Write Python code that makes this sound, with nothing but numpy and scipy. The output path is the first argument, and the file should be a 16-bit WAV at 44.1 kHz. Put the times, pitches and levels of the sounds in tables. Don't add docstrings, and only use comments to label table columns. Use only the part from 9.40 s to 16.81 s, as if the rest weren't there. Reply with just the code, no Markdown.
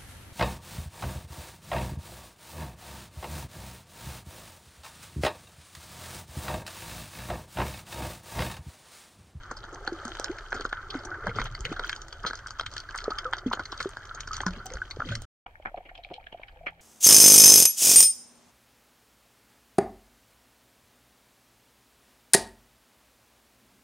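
import sys
import numpy as np
from scipy import signal
from scipy.fft import rfft, irfft, next_fast_len
from scipy.io import wavfile
from scipy.ndimage import uniform_filter1d

SR = 44100
rng = np.random.default_rng(int(sys.argv[2]) if len(sys.argv) > 2 else 0)


def dump_mix(stems):
    frames = np.atleast_2d(stems).T
    limited = np.clip(frames, -1, 1)
    pcm = np.round(limited * 32767).astype(np.int16)
    wavfile.write(sys.argv[1], SR, pcm)


N = 326781
TIME = np.arange(N) / SR
SILENT_FROM, SILENT_TO = 5.853, 6.061
SNAP_SIZE = 2048


def undb(db):
    return 10 ** (np.asarray(db) / 20)


def unit(x):
    return x / np.sqrt(np.mean(x ** 2))


def curves(table):
    s, *columns = np.transpose(table)
    return [np.interp(TIME, s, c) for c in columns]


def add(track, s, sound):
    start = max(int(s * SR), 0)
    part = track[..., start:start + sound.shape[-1]]
    part += sound[..., :part.shape[-1]]


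def ports(mid, side):
    return np.array([mid + side, mid - side])


def frequencies(size):
    return np.fft.rfftfreq(size, 1 / SR) + 1


def bands(size):
    f = np.fft.rfftfreq(size, 1 / SR)
    low, below_treble = (1 / (1 + (f / hz) ** 10) for hz in (900, 2400))
    return np.array([low, below_treble - low, 1 - below_treble])


def causal(gain):
    cepstrum = irfft(np.log(gain + 1e-7))
    half = cepstrum.shape[-1] // 2
    cepstrum[..., 1:half] *= 2
    cepstrum[..., half + 1:] = 0
    return np.exp(rfft(cepstrum))


def ringing(hz, width, size):
    f = frequencies(size)
    return 1 / np.sqrt(1 + ((f / hz - hz / f) / width) ** 2)


def housing(modes, size):
    f = frequencies(size)
    power = 0
    for hz, width, mid_db, side_db in modes:
        skirt = 1 / (1 + ((f * f - hz * hz) / (f * width)) ** 2)
        power = power + (undb([[mid_db], [side_db]]) * skirt) ** 2
    return np.sqrt(power)


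def flurry(rate, depth_db):
    knots = rng.standard_normal(1024)
    return undb(depth_db * np.interp(TIME * rate, np.arange(len(knots)), knots))


def grains(low_hz, high_hz, cycles, spread_db, rise, count, size):
    when, pitch, life, strength, direction = rng.random((count, 5)).T[:, :, None]
    hz = low_hz * (high_hz / low_hz) ** pitch
    turns = hz * np.arange(size) / SR
    age = turns / (cycles * 2 ** (2 * life - 1))
    gain = undb(-spread_db * np.log(np.maximum(strength, .02))) * np.sqrt(hz)
    bent_turns = turns * (1 + rise * np.minimum(age, 10) / 10)
    rings = gain * age * np.exp(-age) * np.sin(2 * np.pi * bent_turns)
    places = ((when * N).astype(int) + np.arange(size)).ravel()
    weights = (1, np.cos(np.pi * direction))
    return np.array([unit(np.bincount(places, (rings * w).ravel(), N)[:N]) for w in weights])


def crackle(rings, modes, band, echo, echo_s, wash_db, side_db):
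    t = np.arange(SNAP_SIZE) / SR
    path = rng.standard_normal((2, SNAP_SIZE)) * np.exp(-t / echo_s)
    path *= echo / np.linalg.norm(path[0])
    path[:, 0] += 1
    walls = housing(modes, SNAP_SIZE)
    heard_path = irfft(rfft(path) * causal(walls))
    pops = signal.oaconvolve(rings, heard_path, axes=1)[:, :N]
    wash_response = irfft(causal(walls * (np.array(band) @ bands(SNAP_SIZE))))
    wash = signal.oaconvolve(rng.standard_normal((2, N)), wash_response, axes=1)[:, :N]
    mid, side = pops / np.std(pops[0]) + undb(wash_db) * wash / np.std(wash[0])
    return ports(mid, undb(side_db) * side) / np.std(mid)


def hiss():
    return undb(-77.5) * rng.standard_normal((2, N))


# (time [s], rumble level before trim [dB])
SURGE = [(0, -43.5), (.9, -45.5), (1.8, -43.5), (1.92, -40), (2.27, -43), (2.55, -44.5), (3.4, -44),
         (3.9, -45.5), (4.25, -43.5), (4.7, -45), (5, -41.5), (5.36, -43.5), (5.5, -44.5), (5.78, -40.5),
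         (6.06, -49), (6.22, -50), (6.42, -50.5), (7.3, -50.5)]
# (frequency [Hz], relative level per Hz [dB])
EDDY_SPECTRUM = [(10, -18.5), (20, -10), (32, 1.5), (50, -11.5), (85, -10), (125, -15), (170, -29),
                 (300, -32), (700, -47.5), (2000, -98)]
EDDY_HZ, EDDY_GROWTH, CALM_DB = 50, 1, -43.5


def rumble(trim_db=-2.5, side_db=-25):
    hz, db = np.transpose(EDDY_SPECTRUM)
    size = 2 * next_fast_len(N // 2 + 1)
    f = frequencies(size)
    spectrum = rfft(rng.standard_normal((2, size))) * undb(np.interp(np.log(f), np.log(hz), db))
    whole = irfft(spectrum)[:, :N]
    deep = irfft(spectrum / (1 + (f / EDDY_HZ) ** 4))[:, :N]
    surge_db = curves(SURGE)[0]
    small = (whole - deep) * undb(EDDY_GROWTH * (surge_db - CALM_DB))
    mid, side = (deep + small) / np.std(whole)
    heaves = flurry(rate=11, depth_db=1.0)
    return ports(mid, undb(side_db) * side) * undb(surge_db + trim_db) * heaves


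# (time [s], half length to 1/e [s], churn peak level [dB], fizz peak level [dB])
SWASHES = [(1.562, 0.042, -56, -52.5), (1.873, 0.022, -34.5, -52), (1.976, 0.023, -30.5, -46.5),
           (2.025, 0.049, -48, -50.5), (2.259, 0.011, -42, -38), (2.319, 0.029, -40.5, -47.5),
           (2.459, 0.027, -76, -43.5), (4.076, 0.012, -41, -47), (4.412, 0.02, -52, -46),
           (5.167, 0.052, -48.5, -58), (5.319, 0.043, -42, -58), (5.705, 0.058, -41, -48)]
# (frequency [Hz], width [Hz], relative level alike in both ports [dB], relative level opposed [dB])
CHURN_MODES = [(104, 79, -5.5, -22), (219, 54, -2.5, -31), (305, 1600, -3.5, -37.5), (552, 96, -5, -39.5)]
# (frequency [Hz], width [Hz], relative level alike in both ports [dB], relative level opposed [dB])
KELP_MODES = [(336, 350, -4.5, -22.5), (587, 650, -3, -38.5), (980, 1090, -4, -53.5),
              (1408, 390, 2.5, -8.5), (2064, 280, -7.5, -8), (2770, 480, -25.5, -16.5),
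              (3136, 360, -10, -13.5), (3514, 1250, -39, -2.5), (4500, 830, -12, -24),
              (5200, 770, -18, -31.5), (6300, 1140, -16, -10), (7920, 2560, -28, -23.5),
              (9550, 3800, -51, -35.5), (12150, 2500, -65, -62.5), (15100, 1000, -47, -43.5)]


def swashes():
    large = grains(87.7, 625, cycles=2.1, spread_db=2.0, rise=0.022, count=420, size=2048)
    tiny = grains(1797, 7960, cycles=2.35, spread_db=3.5, rise=0.034, count=5000, size=192)
    churn = crackle(large, CHURN_MODES, (1, 0, 0), echo=0.27, echo_s=0.04, wash_db=-13, side_db=3.0)
    fizz = crackle(tiny, KELP_MODES, (0, .2, 1), echo=0.4, echo_s=0.0053, wash_db=-10.5, side_db=-5.0)
    s, half, churn_db, fizz_db = np.transpose(SWASHES)[:, :, None]
    swell = np.exp(-np.minimum(((TIME - s) / half) ** 2, 20))
    churn_gain = np.sum(swell * undb(churn_db), axis=0)
    fizz_gain = np.sum(swell * undb(fizz_db), axis=0)
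    return churn * churn_gain + fizz * fizz_gain


PORT_LAG_S, PORT_LAG_SPREAD_S = 2e-5, 3e-5


def damped_rings(table, attack_s, splash, splash_s, waver, waver_s):
    out, t = np.zeros((2, N)), np.arange(SR // 4) / SR
    chance, slow = rng.standard_normal((len(table), 2, len(t))), int(waver_s * SR)
    for (s, hz, db, decay, glide), noise in zip(table, chance):
        jolt, wobble = (unit(uniform_filter1d(uniform_filter1d(n, slow), slow)) for n in noise)
        pitch = hz * (2 ** (glide * np.minimum(t, 3 * decay)) + waver * wobble)
        phase = 2 * np.pi * np.cumsum(pitch) / SR
        swell = (1 - np.exp(-t / attack_s)) ** 2 * np.exp(-t / decay)
        turn = np.pi * hz * (PORT_LAG_S + PORT_LAG_SPREAD_S * noise[0, 0])
        ring = swell / swell.max() * np.sin(ports(phase, -turn))
        add(out, s, undb(db) * ring * (1 + splash * jolt * np.exp(-t / splash_s)))
    return out


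def hum():
    return damped_rings([(7.17, 145.7, -60, .3, 0.94)], attack_s=.015, splash=.2, splash_s=.05,
                        waver=0.031, waver_s=0.0035)


# (time [s], pitch [Hz], peak level before the jolt [dB], decay time [s])
THUMPS = [(1.873, 192, -30.5, 0.011), (1.881, 114, -30.5, 0.024), (1.965, 119.4, -26, 0.029),
          (2.004, 34.8, -27.5, 0.03), (2.11, 116, -39.5, 0.032), (2.204, 47, -28.5, 0.022),
          (2.243, 118.2, -37, 0.025), (5.348, 46.3, -29.5, 0.017), (5.587, 111.4, -29, 0.0065),
          (5.705, 113.4, -26, 0.035), (5.765, 34.7, -38, 0.0091)]


def thumps():
    return damped_rings([(*row, 0) for row in THUMPS], attack_s=0.0037, splash=.3, splash_s=0.0077,
                        waver=0.049, waver_s=0.0015)


# (time [s], starting pitch [Hz], peak level before the jolt [dB], decay time [s], glide [octaves/s])
GLUGS_AND_KNOCKS = [(.521, 349, -27, .016, -3), (.653, 232, -34.5, 0.015, 2), (.895, 312, -21, .011, 15.5),
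                    (1.552, 288, -26, 0.011, -8.5), (1.715, 1466, -28.5, 0.022, 1.5),
                    (1.745, 1550, -29, 0.0043, 1), (1.843, 436, -32.5, 0.0053, 2),
                    (1.888, 460, -34.5, 0.016, 1.5), (1.914, 1360, -32.5, 0.0065, 0),
                    (1.962, 438, -31, 0.01, -3), (2.017, 1460, -29, 0.0051, 5.5),
                    (2.316, 306, -25.5, 0.005, -4), (2.444, 1406, -22.5, 0.0036, 2),
                    (2.845, 180, -28.5, 0.0041, 0), (3.68, 458, -20, 0.0052, -11),
                    (3.718, 1320, -25.5, 0.0096, -2), (3.852, 498, -32, 0.026, 1.5),
                    (3.854, 1394, -21.5, 0.013, -9), (4.061, 268, -19, 0.017, -6),
                    (4.457, 366, -22, 0.0093, 5.5), (4.711, 1380, -30.5, 0.0066, -2),
                    (4.909, 1268, -28, 0.016, 2), (5.063, 182.4, -22, 0.027, 0),
                    (5.255, 743, -36, 0.018, 1), (5.417, 1512, -22.5, 0.0058, -0.5),
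                    (5.57, 454, -31, 0.0019, -1), (5.6035, 1350, -21, 0.003, 0.5),
                    (5.655, 312, -35.5, 0.01, -10), (5.717, 558, -36, 0.018, 1),
                    (5.721, 1520, -29.5, 0.0091, 0), (5.762, 1240, -39.5, 0.0046, 0),
                    (6.199, 620, -37.5, 0.0039, -1), (6.316, 600, -44, .003, 2),
                    (6.343, 690, -27, 0.0056, 7), (6.375, 700, -40, 0.0069, -2),
                    (6.404, 735, -39.5, 0.0062, -6), (6.514, 670, -40.5, .006, 13),
                    (6.589, 730, -39, 0.01, -3), (6.666, 600, -45, 0.0033, 6),
                    (6.707, 370, -29.5, 0.005, -16), (6.945, 700, -29, 0.0054, -1.5),
                    (6.997, 630, -36.5, 0.0019, 3)]


def glugs_and_knocks():
    return damped_rings(GLUGS_AND_KNOCKS, attack_s=0.00057, splash=0.31, splash_s=0.017,
                        waver=0.027, waver_s=0.0022)


# (time [s], starting level [dB])
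GLINTS = [(.843, -56), (2.25, -53), (2.465, -53), (2.49, -57), (2.884, -58), (3.559, -59), (4.134, -51),
          (5.258, -44), (5.819, -57)]
# (frequency [Hz], width [Hz], relative level alike in both ports [dB], relative level opposed [dB])
BRIGHT_MODES = [(10000, 3500, -5.5, -3.5), (15100, 1200, 5, -5.5)]


def glints(decay_s=0.0025):
    jolt, t = np.zeros(N), np.arange(SNAP_SIZE) / SR
    for s, db in GLINTS:
        add(jolt, s, undb(db) * np.exp(-t / decay_s))
    ring = irfft(causal(housing(BRIGHT_MODES, SNAP_SIZE)))
    ring /= np.linalg.norm(ring[0])
    return ports(*signal.oaconvolve(jolt * rng.standard_normal((2, N)), ring, axes=1)[:, :N])


def lesser_snaps(nearest, count, bunch_s, body_db, tick_db, low_below_db, body_spread_db, tick_spread_db, length_s):
    when, low, body, tick, length = rng.uniform(-1, 1, (count, 5)).T
    parent = np.array(nearest)[rng.integers(len(nearest), size=count)]
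    s = parent[:, 0] + bunch_s * (when + .5)
    body = body_db + body_spread_db * body
    low = body - low_below_db + body_spread_db * low
    tick = tick_db + tick_spread_db * tick
    pitches = parent[::-1, -2:]
    return np.column_stack([s, low, body, tick, length_s * 2 ** (2 * length), pitches])


RIPPLE_DB, RIPPLE_HZ = 4.5, 419


def snaps(table, modes, trim_db, sharp, tail_db, tail_s, lead_s, body_width, tick_width, side_db, likeness):
    onset = SNAP_SIZE // 8
    out, t = np.zeros((2, N)), (np.arange(SNAP_SIZE) - onset) / SR
    walls, split = housing(modes, SNAP_SIZE), bands(SNAP_SIZE)
    whole = np.hypot(*walls)
    ripple_at = np.fft.rfftfreq(SNAP_SIZE, 1 / SR) / RIPPLE_HZ
    tail = np.exp(np.minimum(t / lead_s, -t / tail_s))
    tail *= undb(tail_db) / np.linalg.norm(tail)
    chance = rng.standard_normal((len(table), 2, SNAP_SIZE))
    for (s, low_db, body_db, tick_db, length, body, tick), noise in zip(table, chance):
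        age = np.maximum(t / max(length / 2, 2 / SR) + .5, 0)
        burst = age * np.exp(-age)
        push = noise * (burst / np.linalg.norm(burst) + tail)
        push[0, onset] += sharp
        spectrum = rfft(push)
        following = 1j * (2 * split[2] - 1) * spectrum[0]
        spectrum[1] = likeness * following + np.sqrt(1 - likeness ** 2) * spectrum[1]
        body_ring = ringing(body, body_width, SNAP_SIZE)
        tick_ring = ringing(tick, tick_width, SNAP_SIZE)
        colour = split * [np.ones(len(body_ring)), body_ring, tick_ring]
        colour = colour * undb(RIPPLE_DB * np.interp(ripple_at, np.arange(SNAP_SIZE), noise[0, ::-1]))
        energy = np.sum(irfft(spectrum * walls * colour[:, None]) ** 2, axis=(1, 2))
        gains = undb(np.add([low_db, body_db, tick_db], trim_db)) * np.sqrt(SR / 100 / energy)
        response = causal(whole * (gains @ colour)) * walls / whole
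        add(out, s + t[0], irfft(spectrum * response))
    return ports(out[0], undb(side_db) * out[1])


# (frequency [Hz], width [Hz], relative level alike in both ports [dB], relative level opposed [dB])
ROCK_MODES = [(365, 580, -11.5, -23.5), (720, 290, -0.5, -13.5), (1120, 1160, -11.5, -12),
              (1760, 630, -12, 4), (2330, 440, -2.5, -17), (3060, 600, -13, -6.5), (4070, 1400, -23, -20.5),
              (6500, 2800, -44, -42), (11100, 7000, -51, -54)]
# (time [s], low level before trim [dB], body level before trim [dB],
# tick level before trim [dB], nominal burst length [s], body pitch [Hz], tick pitch [Hz])
SNAPS = [(0.1127, -39, -34, -42.5, 0.0046, 1040, 6100), (0.169, -63, -45, -40.5, 0.0074, 1200, 4870),
         (0.238, -48, -42, -47, 0.0067, 1400, 2700), (0.329, -40, -47, -50, 0.022, 1200, 6250),
         (0.346, -60, -55, -43, 0.001, 1050, 6940), (0.476, -34, -28.5, -30.5, 0.0011, 1360, 3870),
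         (0.652, -45, -40.5, -38, 0.0022, 1170, 7200), (0.68, -48, -43, -41, 0.001, 1400, 6040),
         (0.798, -33, -47, -34, 0.00012, 1230, 6350), (0.844, -58, -35, -26.5, 0.00056, 1490, 5300),
         (0.985, -69, -39.5, -44, 0.0028, 2220, 4700), (1.1219, -55, -32.5, -49, 0.0012, 1070, 3900),
         (1.128, -36, -27, -39, 0.0011, 1510, 2600), (1.145, -36, -35, -41, 0.01, 1500, 5570),
         (1.167, -42, -33.5, -41, 0.031, 1360, 3140), (1.198, -36.5, -46, -46, 0.0012, 1110, 3420),
         (1.2096, -43, -37.5, -36, 0.00091, 1510, 4500), (1.2517, -35.5, -27, -41.5, 0.0019, 1230, 4050),
         (1.3282, -39.5, -26.5, -35, 0.00091, 1570, 2980), (1.504, -65, -65, -31.5, 0.0066, 1290, 3500),
         (1.542, -38, -36, -43, 0.0046, 1370, 3900), (1.651, -47, -49, -38, 0.0052, 1770, 6500),
         (1.8697, -33.5, -27, -44, 0.00047, 1290, 6600), (1.8937, -42, -38.5, -44, 0.0097, 2050, 2580),
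         (1.9865, -36.5, -26, -46, 0.0015, 1230, 3090), (1.998, -57, -32, -39, 0.0076, 2300, 4670),
         (2.016, -45, -32.5, -34, 0.0022, 1300, 3820), (2.056, -55, -37, -37, 0.0048, 1610, 3080),
         (2.0663, -46.5, -44, -40, 0.0025, 1770, 3570), (2.15, -65, -41, -36, 0.0014, 1750, 4570),
         (2.207, -65, -64, -38, 0.00062, 1430, 7200), (2.252, -59, -34.5, -30, 0.00094, 2310, 2460),
         (2.325, -42, -36.5, -43.5, 0.0038, 1230, 5270), (2.365, -48, -34, -43, 0.0095, 1440, 3820),
         (2.395, -36, -30.5, -33.5, 0.0022, 1430, 4230), (2.495, -65, -30.5, -29, 0.0014, 2300, 4640),
         (2.529, -68, -33, -31.5, 0.0025, 2350, 3180), (2.563, -57, -55, -37.5, 0.00098, 1510, 4400),
         (2.618, -59, -63, -39, 0.00088, 1500, 5300), (2.727, -56, -45, -38, 0.002, 1040, 4400),
         (2.84, -47.5, -32, -69, 0.0013, 1250, 5700), (2.849, -39, -31.5, -46, 0.0025, 1050, 2600),
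         (2.866, -41.5, -30, -23.5, 0.019, 1640, 4680), (2.901, -49, -38, -47, 0.002, 1440, 5280),
         (2.909, -44, -33.5, -41, 0.0012, 1560, 3880), (2.933, -49, -33.5, -43.5, 0.00083, 1560, 5060),
         (2.9545, -62, -59, -40.5, 0.001, 1700, 5700), (3.0614, -62, -37, -68, 0.001, 1460, 4800),
         (3.071, -67, -41, -40, 0.00067, 1530, 5900), (3.107, -57, -40, -37.5, 0.0004, 1360, 5840),
         (3.1967, -43, -28, -27, 0.0011, 1340, 3420), (3.211, -42, -40.5, -34, 0.00029, 2180, 4500),
         (3.263, -70.0, -36.5, -31, 0.0034, 2300, 3880), (3.338, -52, -63, -40.5, 0.0013, 1860, 5250),
         (3.366, -49, -38.5, -34.5, 0.0026, 1940, 4900), (3.38, -61, -56, -32.5, 0.0014, 1440, 4670),
         (3.4023, -66, -61, -38.5, 0.0013, 1440, 5360), (3.489, -76, -38.0, -48, 0.0035, 1300, 5000),
         (3.508, -60, -46, -65, 0.0017, 1300, 4000), (3.544, -57, -36, -61, 0.001, 1230, 5000),
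         (3.55, -50, -32.5, -48, 0.0018, 1110, 5660), (3.559, -55, -35.5, -43, 0.00063, 1300, 9800),
         (3.577, -75, -57, -34.5, 0.0022, 1360, 5900), (3.5863, -70, -40.5, -35, 0.0023, 2070, 3830),
         (3.6416, -46.5, -69, -35, 0.00059, 2070, 4430), (3.7058, -39, -37, -36, 0.0056, 1190, 3870),
         (3.786, -72, -36.5, -27, 0.0037, 2070, 4000), (3.928, -58, -32.5, -41, 0.00019, 1190, 3570),
         (3.9344, -40.5, -25, -30, 0.001, 1550, 3340), (3.983, -56, -42, -36.5, 0.0063, 1510, 4400),
         (4.114, -40.5, -29, -66, 0.004, 1070, 3300), (4.13, -53, -31, -29, 0.0068, 1290, 3350),
         (4.134, -33.5, -30, -31, 0.00051, 1060, 4020), (4.195, -36.5, -30, -45, 0.0034, 1460, 5270),
         (4.2044, -51, -36, -47, 0.0072, 1300, 3780), (4.172, -44, -38, -69, .004, 1200, 4000),
         (4.255, -75, -44, -35.5, 0.0043, 1870, 4630), (4.32, -54, -46, -35, 0.0026, 1360, 4450),
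         (4.3266, -42, -36.5, -39, 0.0048, 1360, 3800), (4.377, -64, -66, -40, 0.0015, 1360, 5000),
         (4.404, -43, -28.5, -32.5, 0.0075, 1940, 4400), (4.428, -70, -62, -35.5, 0.00079, 1360, 6700),
         (4.445, -57, -40, -54, 0.0018, 1350, 4500), (4.5702, -49, -35.5, -43, 0.00024, 1020, 4920),
         (4.748, -49, -71, -38.5, 0.0034, 1600, 6550), (4.776, -56, -38.5, -73, 0.0099, 1630, 5600),
         (4.806, -62, -43, -32.5, 0.0024, 1950, 5700), (4.8746, -54, -37.5, -40.5, 0.0034, 1300, 5600),
         (4.9328, -61, -39.5, -32, 0.00018, 1770, 5250), (4.9427, -60, -41.5, -36, 0.003, 1510, 4300),
         (4.956, -60, -48, -49, 0.001, 1890, 6910), (4.9673, -61, -45, -32, 0.0013, 2070, 6300),
         (4.98, -62, -39.5, -47, 0.001, 1400, 5000), (5.005, -35.5, -32.0, -35.5, 0.0025, 1680, 2800),
         (5.015, -65, -44, -38, 0.0024, 1360, 6200), (5.034, -56, -33.5, -56, 0.0015, 1020, 5040),
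         (5.0655, -44, -26, -30.5, 0.0004, 1130, 5650), (5.082, -44, -35, -41, 0.0055, 1340, 4980),
         (5.2586, -55, -58, -42.5, 0.003, 1360, 8250), (5.266, -54, -60, -38, 0.002, 1600, 6700),
         (5.337, -45.5, -65, -37, 0.001, 2070, 6300), (5.37, -56, -37, -55, 0.0016, 1510, 6500),
         (5.5105, -68, -41, -32, 0.0045, 2340, 4400), (5.599, -39, -40, -48, 0.0084, 1300, 3800),
         (5.6186, -45, -29, -55, 0.0024, 1320, 3800), (5.689, -57, -41.5, -35, 0.0078, 1870, 3450),
         (5.72, -59, -40, -37, 0.016, 1660, 2930), (5.753, -68, -39, -31, 0.0028, 2180, 5670),
         (5.82, -52, -60, -42.5, 0.00062, 2300, 8140), (6.0637, -43, -43, -49.5, 0.0027, 1186, 2310),
         (6.258, -38, -25.5, -50, 0.00099, 1410, 2270), (6.269, -45.5, -39, -50, 0.0034, 1820, 2320),
         (6.3747, -35.5, -45.5, -53, 0.0056, 1300, 3000), (6.456, -51, -51, -51, 0.015, 1650, 2840),
         (6.492, -62, -41.5, -55, 0.0069, 1820, 3300), (6.553, -53, -53, -44.5, 0.0048, 1660, 3330),
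         (6.5768, -56, -71, -49, 0.0018, 1740, 3600), (6.6366, -68, -55, -47, 0.0027, 2400, 4000),
         (6.648, -77, -53.5, -41.5, 0.00069, 1580, 3170), (6.712, -37, -54, -58, 0.0071, 1200, 3870),
         (6.741, -58, -60, -39.5, 0.00021, 1820, 3600), (6.8683, -55, -38.5, -47.5, 0.0031, 1520, 3120),
         (6.926, -45, -50, -43.5, 0.0033, 1900, 2830), (7.0338, -56.5, -41.5, -48, 0.0035, 2210, 2400),
         (7.083, -81, -47, -52, 0.0042, 2000, 3360), (7.2668, -40, -27, -36, 0.0062, 1610, 2890),
         (7.281, -48, -34, -44, 0.0092, 1600, 2790)]


def rock_shrimp():
    gurgle = grains(442, 967, cycles=2.7, spread_db=4.5, rise=0.056, count=260, size=2048)
    ticks = grains(1700, 4600, cycles=0.54, spread_db=6.5, rise=.02, count=900, size=512)
    gurgle = crackle(gurgle, ROCK_MODES, (1, .3, 0), echo=0.88, echo_s=0.011, wash_db=-7.5, side_db=-5.5)
    ticks = crackle(ticks, ROCK_MODES, (0, .6, 1), echo=0.91, echo_s=0.0067, wash_db=-6, side_db=-3.5)
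    nearest = [row for row in SNAPS if row[0] > SILENT_FROM]
    lesser = lesser_snaps(nearest, count=20, bunch_s=0.081, body_db=-62, tick_db=-61, low_below_db=0,
                          body_spread_db=4, tick_spread_db=2, length_s=0.0014)
    near = snaps([*nearest, *lesser], ROCK_MODES, trim_db=(0.0, 1.5, 1.5), sharp=0.033, tail_db=-5.5,
                 tail_s=0.021, lead_s=0.027, body_width=0.53, tick_width=0.28, side_db=-6.5, likeness=0.18)
    return near + gurgle * undb(-57.0) + ticks * undb(-65.5)


# (time [s], pops level [dB], gurgle level before trim [dB])
BUBBLING = [(0, -48.5, -65), (.35, -49, -51.5), (.85, -45, -51.5), (1.3, -48, -63.5), (1.72, -42, -46.5),
            (2.05, -46, -64), (2.22, -48.5, -54.5), (2.45, -45, -56.5), (2.7, -52.5, -57), (3.3, -51, -68),
            (3.8, -44, -55), (4.03, -50.5, -55.5), (4.23, -45.5, -63), (4.6, -47.5, -63.5),
            (4.98, -49, -64.5), (5.16, -49, -54), (5.65, -57.5, -63)]
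# (time [s], level [dB])
TICKING = [(0, -58.5), (.45, -58.5), (.72, -51.5), (1.3, -59.5), (2, -58), (2.75, -58), (3.15, -60),
           (3.75, -57), (4.05, -64.5), (4.35, -53), (4.6, -59), (5.8, -58.5)]


def kelp_shrimp(gurgle_trim_db=1.5):
    pops_db, gurgle_db = curves(BUBBLING)
    ticks_db = curves(TICKING)[0]
    pops = grains(1100, 1850, cycles=2.5, spread_db=3.0, rise=0.067, count=2000, size=512)
    ticks = grains(2720, 9140, cycles=0.49, spread_db=5.0, rise=0.022, count=2000, size=256)
    gurgle = grains(309.0, 1127, cycles=1.4, spread_db=3.5, rise=0.02, count=2200, size=1024)
    pops = crackle(pops, KELP_MODES, (.3, 1, 0), echo=0.82, echo_s=0.016, wash_db=-5.0, side_db=-7.0)
    ticks = crackle(ticks, KELP_MODES, (0, 0, 1), echo=0.74, echo_s=0.0043, wash_db=-7.5, side_db=-7.5)
    gurgle = crackle(gurgle, KELP_MODES, (1, 0, 0), echo=0.79, echo_s=0.0097, wash_db=-8.5, side_db=-4.0)
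    nearest = [row for row in SNAPS if row[0] < SILENT_FROM]
    lesser = lesser_snaps(nearest, count=70, bunch_s=.06, body_db=-50.5, tick_db=-46.5, low_below_db=21.5,
                          body_spread_db=4.0, tick_spread_db=1.5, length_s=0.0017)
    near = snaps([*nearest, *lesser], KELP_MODES, trim_db=(0.0, 0.5, 0.5), sharp=0.46, tail_db=-4.0,
                 tail_s=0.012, lead_s=0.0027, body_width=0.34, tick_width=0.34, side_db=-7.0, likeness=0.64)
    ticks = ticks * flurry(rate=15, depth_db=1.0) * undb(ticks_db)
    pops = pops * flurry(rate=24, depth_db=2.5) * undb(pops_db)
    gurgle = gurgle * undb(gurgle_db + gurgle_trim_db)
    return near + pops + gurgle + ticks + glints()


def scene():
    over_kelp, over_rocks = TIME < SILENT_FROM, TIME > SILENT_TO
    water = hiss() + rumble() + swashes() + hum() + thumps() + glugs_and_knocks()
    shrimp = np.where(over_kelp, kelp_shrimp(), rock_shrimp())
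    heard = uniform_filter1d(1. * (over_kelp | over_rocks), size=64)
    return heard * (water + shrimp)


def record(dry):
    return signal.sosfilt(signal.ellip(8, .2, 70, 15800, fs=SR, output="sos"), dry)


dry = scene()
out = record(dry)
dump_mix(out)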